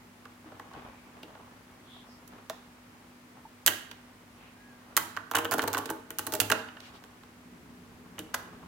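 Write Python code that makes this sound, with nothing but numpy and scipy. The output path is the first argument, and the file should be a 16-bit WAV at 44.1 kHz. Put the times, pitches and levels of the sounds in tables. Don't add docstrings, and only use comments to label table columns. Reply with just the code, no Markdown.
import sys
import numpy as np
from scipy import signal
from scipy.fft import rfft, irfft, next_fast_len
from scipy.io import wavfile
from scipy.ndimage import map_coordinates

SR = 44100
rng = np.random.default_rng(int(sys.argv[2]) if len(sys.argv) > 2 else 0)


def log_audio(samples):
    frames = np.atleast_2d(samples).T
    limited = np.clip(frames, -1, 1)
    pcm = np.round(limited * 32767).astype(np.int16)
    wavfile.write(sys.argv[1], SR, pcm)


N = 382347


def amp(db):
    return 10 ** (np.asarray(db) / 20)


def unit(x):
    return x / np.sqrt(np.mean(x ** 2) + 1e-20)


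def along(points, hz):
    f, v = np.transpose(points)
    return np.interp(np.log(hz + 1), np.log(f + 1), v)


def curve(rows):
    return np.interp(np.arange(N) / SR, *np.transpose(rows))


def wobble(rate):
    knots = rng.standard_normal(int(N * rate / SR) + 4)
    return map_coordinates(knots, [np.arange(N) * rate / SR])


def swell(s, length):
    return np.exp(-((np.arange(N) / SR - s) / length) ** 2 / 2)


def filtered(x, response):
    n = x.shape[-1]
    padded = next_fast_len(n + 4096)
    spectrum = rfft(x, padded) * response(np.fft.rfftfreq(padded, 1 / SR))
    return irfft(spectrum, padded)[..., :n]


def resonances(modes, f):
    total = 0
    for k, (centre, width, db) in enumerate(modes):
        damping = 1j * f * width
        total = total + (-1) ** k * amp(db) * damping / (centre * centre - f * f + damping)
    return total


# (frequency [Hz], left-right likeness [0 to 1])
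MICROPHONE_LIKENESS = [(30, .95), (100, 0.9), (300, 0.89), (600, 0.54), (1200, 0.11), (3000, 0.017),
                       (10000, 0.016)]


def diffuse(size):
    def mid_side_gains(hz):
        angle = np.arccos(np.clip(along(MICROPHONE_LIKENESS, hz), -1, 1)) / 2
        return np.array([np.cos(angle), np.sin(angle)])

    mid, side = filtered(rng.standard_normal((2, size)), mid_side_gains)
    return np.array([mid + side, mid - side])


def at_level(x, db, span):
    energy = np.mean(np.sum(x ** 2, axis=-1))
    return x * amp(db) * np.sqrt(span * SR / energy)


def add(track, s, hit):
    start = max(round(s * SR), 0)
    track[:, start:start + hit.shape[-1]] += hit[..., :N - start]


# (frequency [Hz], relative level [dB])
AIR_COLOUR = [(15, -58.5), (25, -44), (53, -11.5), (70, -21.5), (92, -18), (212, -14.5), (242, -12),
              (317, -17), (451, -21.5), (775, -22.5), (1020, -21.5), (1260, -22), (2050, -23.5),
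              (3620, -31), (16000, -39.5)]
# (frequency [Hz], mean level [dB])
HUM_TONES = [(102, -69), (245, -60)]
# (time [s], level [dB])
DRONE_LEVEL = [(0, -67.5), (7.1, -70), (7.5, -56.5), (8.67, -54.5)]
# (centre [Hz], width [Hz], relative level [dB])
DRONE_RESONANCES = [(71.3, 20, -0.5), (181.3, 12, -1.5), (241.6, 18.2, -4), (333.4, 58, -11.5),
                    (433, 45, -11)]


def background(air_db=-56.5):
    t = np.arange(N) / SR
    air = amp(air_db) * unit(filtered(diffuse(N), lambda hz: amp(along(AIR_COLOUR, hz))))
    hum = 0
    for hz, db in HUM_TONES:
        level = amp(db + 1.06 * wobble(3.51)) * np.sqrt(2)
        hum = hum + level * np.sin(2 * np.pi * hz * t + 0.23 * wobble(2.25))

    def drone_colour(hz):
        tilt_db = along([(100, -8.5), (170, 0.5), (500, -1.0), (1000, -22.5)], hz)
        return resonances(DRONE_RESONANCES, hz) * amp(tilt_db)

    drone = amp(curve(DRONE_LEVEL)) * unit(filtered(diffuse(N), drone_colour))
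    return air + hum + drone


# (centre [Hz], width [Hz], relative level [dB])
STACK_RESONANCES = [(630, 250, -1), (828, 142, 5), (1180, 495, 1.5), (1374, 510, -0.5), (1460, 204, 0),
                    (1916, 117, -3.5), (2973, 256, -3.5)]
# (frequency [Hz], relative level [dB])
RUB_TONE = [(60, 5), (110, 5), (300, 4), (600, 2), (1100, 4.5), (2200, -10), (3000, -10.5), (6000, -27),
            (16000, -45.5)]


def ticks(rate=35, level_db=-8, spread_db=2.5):
    happens = rng.random(N) < rate / SR
    shifts = happens * amp(spread_db * np.clip(rng.standard_normal(N), -2, 2))
    colour = lambda hz: resonances(STACK_RESONANCES, hz) * amp(along(RUB_TONE, hz))
    return amp(level_db) * unit(filtered(shifts, colour))


# (time of peak [s], half length [s], peak level [dB])
RUB_STROKES = [(0.506, 0.059, -53), (.81, 0.094, -48), (1.32, 0.24, -56.5), (1.95, 0.44, -63),
               (2.36, 0.047, -52.5), (3.375, 0.017, -54.5), (4.412, .04, -56), (4.95, 0.15, -56.5),
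               (6.95, 0.16, -57.5), (8.594, 0.36, -55)]
# (time of peak [s], half length [s], centre [Hz], nominal width [Hz], peak level [dB])
BRIEF_SCRAPES = [(.93, 0.19, 2300, 400, -64.5), (1.955, 0.056, 3400, 480, -54.5),
                 (2.13, .04, 5160, 600, -63.5), (4.452, 0.056, 2500, 900, -60),
                 (6.861, .035, 2720, 2200, -53.5), (6.959, .018, 3180, 2200, -56)]
HOLD_DB = -64.5


def fingers(grain_db=2.5, slip_db=1.7):
    slips = amp(grain_db * wobble(300) + slip_db * wobble(35))
    power = amp(HOLD_DB) ** 2
    for s, length, db in RUB_STROKES:
        power = power + (amp(db) * swell(s, length)) ** 2
    rubbing = unit(filtered(diffuse(N) * slips, lambda hz: amp(along(RUB_TONE, hz))))
    out = np.sqrt(power) * (rubbing + ticks())
    for s, length, centre_hz, width_hz, db in BRIEF_SCRAPES:
        band = lambda hz: resonances([(centre_hz, width_hz * 1.35, 0)], hz) ** 2
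        out += unit(filtered(diffuse(N), band)) * amp(db) * swell(s, length)
    return out


def ripple(hz, spacing_hz):
    return map_coordinates(rng.standard_normal(256), [hz / spacing_hz], mode="wrap")


# (snap time [s], fall time [s], snap level [dB], brightness at 10 kHz [dB],
#  clack level before panning [dB], clack pitch [Hz], table thump level [dB])
ROW_CLOSINGS = [(0.2543, 0.0017, -50.5, -9, -45, 1190, -60), (0.519, 0.00099, -64, -14, -49, 1080, -53),
                (0.5961, 0.0019, -48.5, -6, -40, 1040, -55), (0.7356, 0.004, -52, -10, -49, 1300, -63),
                (1.2308, 0.0016, -51, 7, -43.5, 2960, -48), (1.3513, 0.0017, -58, -14, -50.5, 1400, -55.5),
                (2.2766, 0.0012, -45.5, 4, -60, 1500, -75), (2.4981, 0.00064, -31.5, -4.5, -37, 1170, -52),
                (3.663, 0.0035, -11.5, 3.5, -41, 2200, -46), (3.6739, .0047, -13.5, 1, -19, 2060, -43),
                (3.684, 0.0022, -25, 9, -51, 2000, -44), (3.9133, .0015, -39, -10, -47.5, 2200, -61),
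                (4.967, 0.0076, -12, 3.5, -20.5, 1650, -43.5), (5.166, 0.0064, -37, -5, -28.5, 1400, -49),
                (5.3132, 0.00088, -31, 1, -32, 1530, -46), (5.337, .01, -45, -1, -25.5, 1370, -40),
                (5.3517, .0035, -21.5, 1, -21, 1820, -39), (5.366, 0.0047, -25, 1, -25, 1500, -35.5),
                (5.3841, 0.0038, -26.5, 3, -26, 1580, -37), (5.4472, 0.0057, -32.5, 2, -26.5, 1610, -37.5),
                (5.5119, 0.0069, -24, 2.5, -25.5, 1240, -40), (5.524, .0055, -26.5, 2, -28, 1390, -34.5),
                (5.5381, 0.0014, -24, 7, -27.5, 1200, -36), (5.5816, 0.00087, -28, 2, -32, 1107, -35.5),
                (5.593, 0.00083, -29.5, -6, -23, 1560, -49), (5.6196, 0.0079, -29.5, -0.5, -37, 1160, -37),
                (5.6381, 0.0012, -33, 6, -29.5, 1210, -35.5), (5.6766, .002, -25, -1, -30, 1205, -38.5),
                (5.7308, 0.0064, -26, 0.5, -32.5, 1100, -54), (5.7468, 0.0011, -29.5, -6, -26, 1600, -39),
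                (5.7703, 0.00098, -33, -1, -28, 1210, -49), (5.7797, 0.0055, -26.5, 3, -33, 1440, -38.5),
                (5.8573, .0015, -32, -1.5, -44, 1400, -45.5), (5.8915, 0.0011, -45, -7, -36.5, 1460, -41.5),
                (5.9008, 0.0028, -27.5, 5.5, -32.5, 1220, -37),
                (6.1047, 0.00106, -33, 5.5, -39.5, 1866, -46), (6.1857, 0.0066, -23, 3.5, -32, 1570, -42),
                (6.2675, 0.0037, -27, 3, -34, 1140, -41), (6.323, 0.0036, -28.5, 2.5, -39, 1340, -38),
                (6.3371, 0.0017, -22.5, 4.5, -34, 1350, -37), (6.3516, .002, -28, -0.5, -44, 1280, -40),
                (6.4016, 0.00063, -13.5, 1.5, -23, 3130, -55), (6.407, 0.0081, -22.5, 8, -32, 1830, -37),
                (6.5001, 0.0024, -25, 4, -23.5, 1500, -36.5),
                (6.5165, 0.0046, -19.5, -1.5, -18.5, 1654, -32.5),
                (6.684, 0.0031, -54, -18, -46, 2130, -80), (6.7677, 0.0013, -59, -14, -45, 1730, -83),
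                (6.8031, 0.0012, -43.5, -9, -63, 2000, -79), (7.0389, 0.0011, -47.5, -7, -52, 1500, -57),
                (7.235, 0.0009, -54, -10, -55, 1520, -62), (8.1817, 0.00101, -52, -8, -40.5, 1765, -56),
                (8.1912, 0.0011, -32.5, 0, -39.5, 2490, -44.5), (8.339, 0.0011, -51, -1, -41, 1580, -65),
                (8.3426, 0.00089, -23.5, -2.5, -27.5, 1470, -55)]
# (frequency [Hz], relative level [dB])
SNAP_TONE = [(300, -30.5), (900, -8.5), (1600, 3.5), (2250, -3), (2900, -1.5), (4000, 1), (5300, -2.5),
             (6500, 1.5), (8200, -2.5), (10000, -2.5), (12000, 0), (16000, -2.5)]
FOLLOW_CRACK_DB = -4
FULL_FALL_S = 0.0039
LEAN_DB, LEAN_SCATTER_DB = -5.5, 6


def snaps(crack_t60=0.0049, chatter_t60=0.036, chatter_db=-6.0, grain_db=7.5, alike=0.43, ripple_db=1.2):
    out, t = np.zeros((2, N)), np.arange(SR // 20) / SR
    for s, fall, db, bright_db, *_ in ROW_CLOSINGS:
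        landing_db = FOLLOW_CRACK_DB + 10 * np.log10(np.clip(fall / FULL_FALL_S, .1, 1))
        for delay, step_db in (0, 0), (fall, landing_db):
            noise = rng.standard_normal((4, len(t)))
            grains = amp(grain_db * np.interp(t * 1200, np.arange(len(t)), noise[3]))
            chatter = grains * amp(chatter_db - 60 * t / chatter_t60)
            fade = amp(-60 * t / crack_t60) + chatter

            def colour(hz):
                hardness_db = bright_db * along([(1000, -0.45), (4000, -0.36), (10000, 1.0)], hz)
                uneven_db = ripple_db * ripple(hz, spacing_hz=483.0)
                return amp(along(SNAP_TONE, hz) + hardness_db + uneven_db)

            crack = filtered(noise[:2] + alike * noise[2], colour) * fade
            half_lean_db = (LEAN_DB + LEAN_SCATTER_DB * rng.standard_normal()) / 2
            panned = crack * amp([[half_lean_db], [-half_lean_db]])
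            add(out, s + delay, at_level(panned, db + step_db, 0.0026))
    return out


LEAD_CLACK_DB = -8.5


def clacks(blow_t60=0.012, settle_t60=0.14, settle_db=-19, octaves=0.69, ring_db=3, apart=0.44, shift=0.047):
    out, t = np.zeros((2, N)), np.arange(SR // 10) / SR
    fade = amp(-60 * t / blow_t60) + amp(settle_db - 60 * t / settle_t60)
    for s, fall, _, _, db, pitch_hz, _ in ROW_CLOSINGS:
        for delay, step_db in (0, LEAD_CLACK_DB), (fall, 0):
            noise = rng.standard_normal((3, len(t)))
            stretch = np.exp(shift * rng.standard_normal())
            force = noise[2] + apart * filtered(noise[:2], lambda hz: np.minimum(hz / 1300, 2))
            pitch_band = lambda hz: np.exp(-(np.log2((hz + 1) / pitch_hz) / octaves) ** 2 / 2)
            push = filtered(force, pitch_band) * fade
            stack = lambda hz: 0.27 + amp(ring_db) * resonances(STACK_RESONANCES, hz * stretch)
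            add(out, s + delay, at_level(filtered(push, stack), db + step_db, 0.0061))
    return out * amp([[-2], [1.4]])


# (frequency [Hz], relative level [dB], time to fall 60 dB [s])
TABLE_MODES = [(101.7, -9, 0.46), (165, -12, 0.163), (226.3, -12, 0.18), (268.6, -3.5, 0.18),
               (309.6, -2, 0.21), (346, -1, 0.083), (417, -1, 0.1), (457, 3, 0.11), (553, -6.5, 0.061),
               (621.7, -0.5, 0.12), (707, -13.5, 0.063), (784, -1.5, 0.054), (863, 1.5, 0.08),
               (1020, -3, 0.038)]


def thumps(attack=0.002, scatter_db=2.0, mistune=.02):
    out, t = np.zeros((2, N)), np.arange(SR // 3) / SR
    hz, level_db, t60 = np.transpose(TABLE_MODES)[:, :, None]
    for s, fall, *_, db in ROW_CLOSINGS:
        size, detune, phase = rng.standard_normal((3, len(TABLE_MODES), 1))
        loaded_hz = hz * (1 + mistune * detune)
        fade = amp(level_db + scatter_db * size - 60 * t / t60)
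        modes = fade * np.sin(2 * np.pi * loaded_hz * t + np.pi * phase)
        thump = modes.sum(0) * (1 - np.exp(-t / attack))
        add(out, s + fall, at_level(thump, db, 0.02))
    return out


# (frequency [Hz], time to fall 60 dB [s])
ROOM_DECAY = [(120, 0.8), (500, 0.41), (1400, 0.65), (3700, 0.54), (9000, 0.41), (15000, 0.31)]
# (frequency [Hz], gain [dB])
ROOM_ANSWER = [(100, -7.5), (400, 2), (1400, -6), (3500, -8), (7000, -11.5), (15000, -11.5)]


def room(x, build=0.00278):
    out, step = np.zeros((2, N)), SR // 4
    for start in range(0, N, step):
        hz, t, z = signal.stft(diffuse(SR * 2 // 3), SR, nperseg=256)
        fade = amp(-60 * t / along(ROOM_DECAY, hz)[:, None]) * (1 - np.exp(-(t / build) ** 2))
        fade /= np.sqrt(np.sum(fade ** 2, axis=1, keepdims=True) * t[1] * SR)
        gain = amp(along(ROOM_ANSWER, hz))[:, None]
        tail = signal.istft(z * fade * gain, SR, nperseg=256)[1]
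        add(out, start / SR, signal.fftconvolve(x[:, start:start + step], tail, axes=1))
    return out


# (time [s], frequency [Hz], level [dB])
SOFT_BUMPS = [(.455, 311, -50.5), (2.499, 648, -36.5), (3.452, 894, -45), (5.903, 322, -37),
              (6.39, 475, -41.5), (6.405, 104.4, -45.5), (8.191, 312.5, -42)]
BUMP_CYCLES = 51


def bumps(waver=0.03):
    out, t = np.zeros((2, N)), np.arange(SR // 2) / SR
    for s, hz, db in SOFT_BUMPS:
        cycles = hz * t
        drift = np.cumsum(rng.standard_normal(len(t))) * waver * np.sqrt(hz / 3000)
        fade = (1 - np.exp(-cycles)) * amp(-60 * cycles / BUMP_CYCLES)
        ring = np.sin(2 * np.pi * cycles + drift) * fade
        add(out, s, at_level(ring, db, BUMP_CYCLES / hz / 7))
    return out


def squeak(s=4.68, length=0.08, db=-62, rest_hz=1565, rise_hz=85):
    pressure = swell(s, length)
    hz = (rest_hz + rise_hz * pressure) * (1 + 0.0111 * wobble(110))
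    return np.sqrt(2) * amp(db) * pressure * np.sin(2 * np.pi * np.cumsum(hz) / SR)


def scene():
    bright, body = snaps(), clacks() + thumps()
    walls = room(bright + amp(-1.5) * body)
    return bright + body + walls + bumps() + fingers() + squeak() + background()


def record(dry):
    top_hz = 16200
    lean = filtered(dry, lambda hz: hz ** 4 / (hz ** 4 + 36 ** 4))
    return filtered(np.clip(lean, -1, 1), lambda hz: 1 / (1 + (hz / top_hz) ** 120))


dry = scene()
out = record(dry)
log_audio(out)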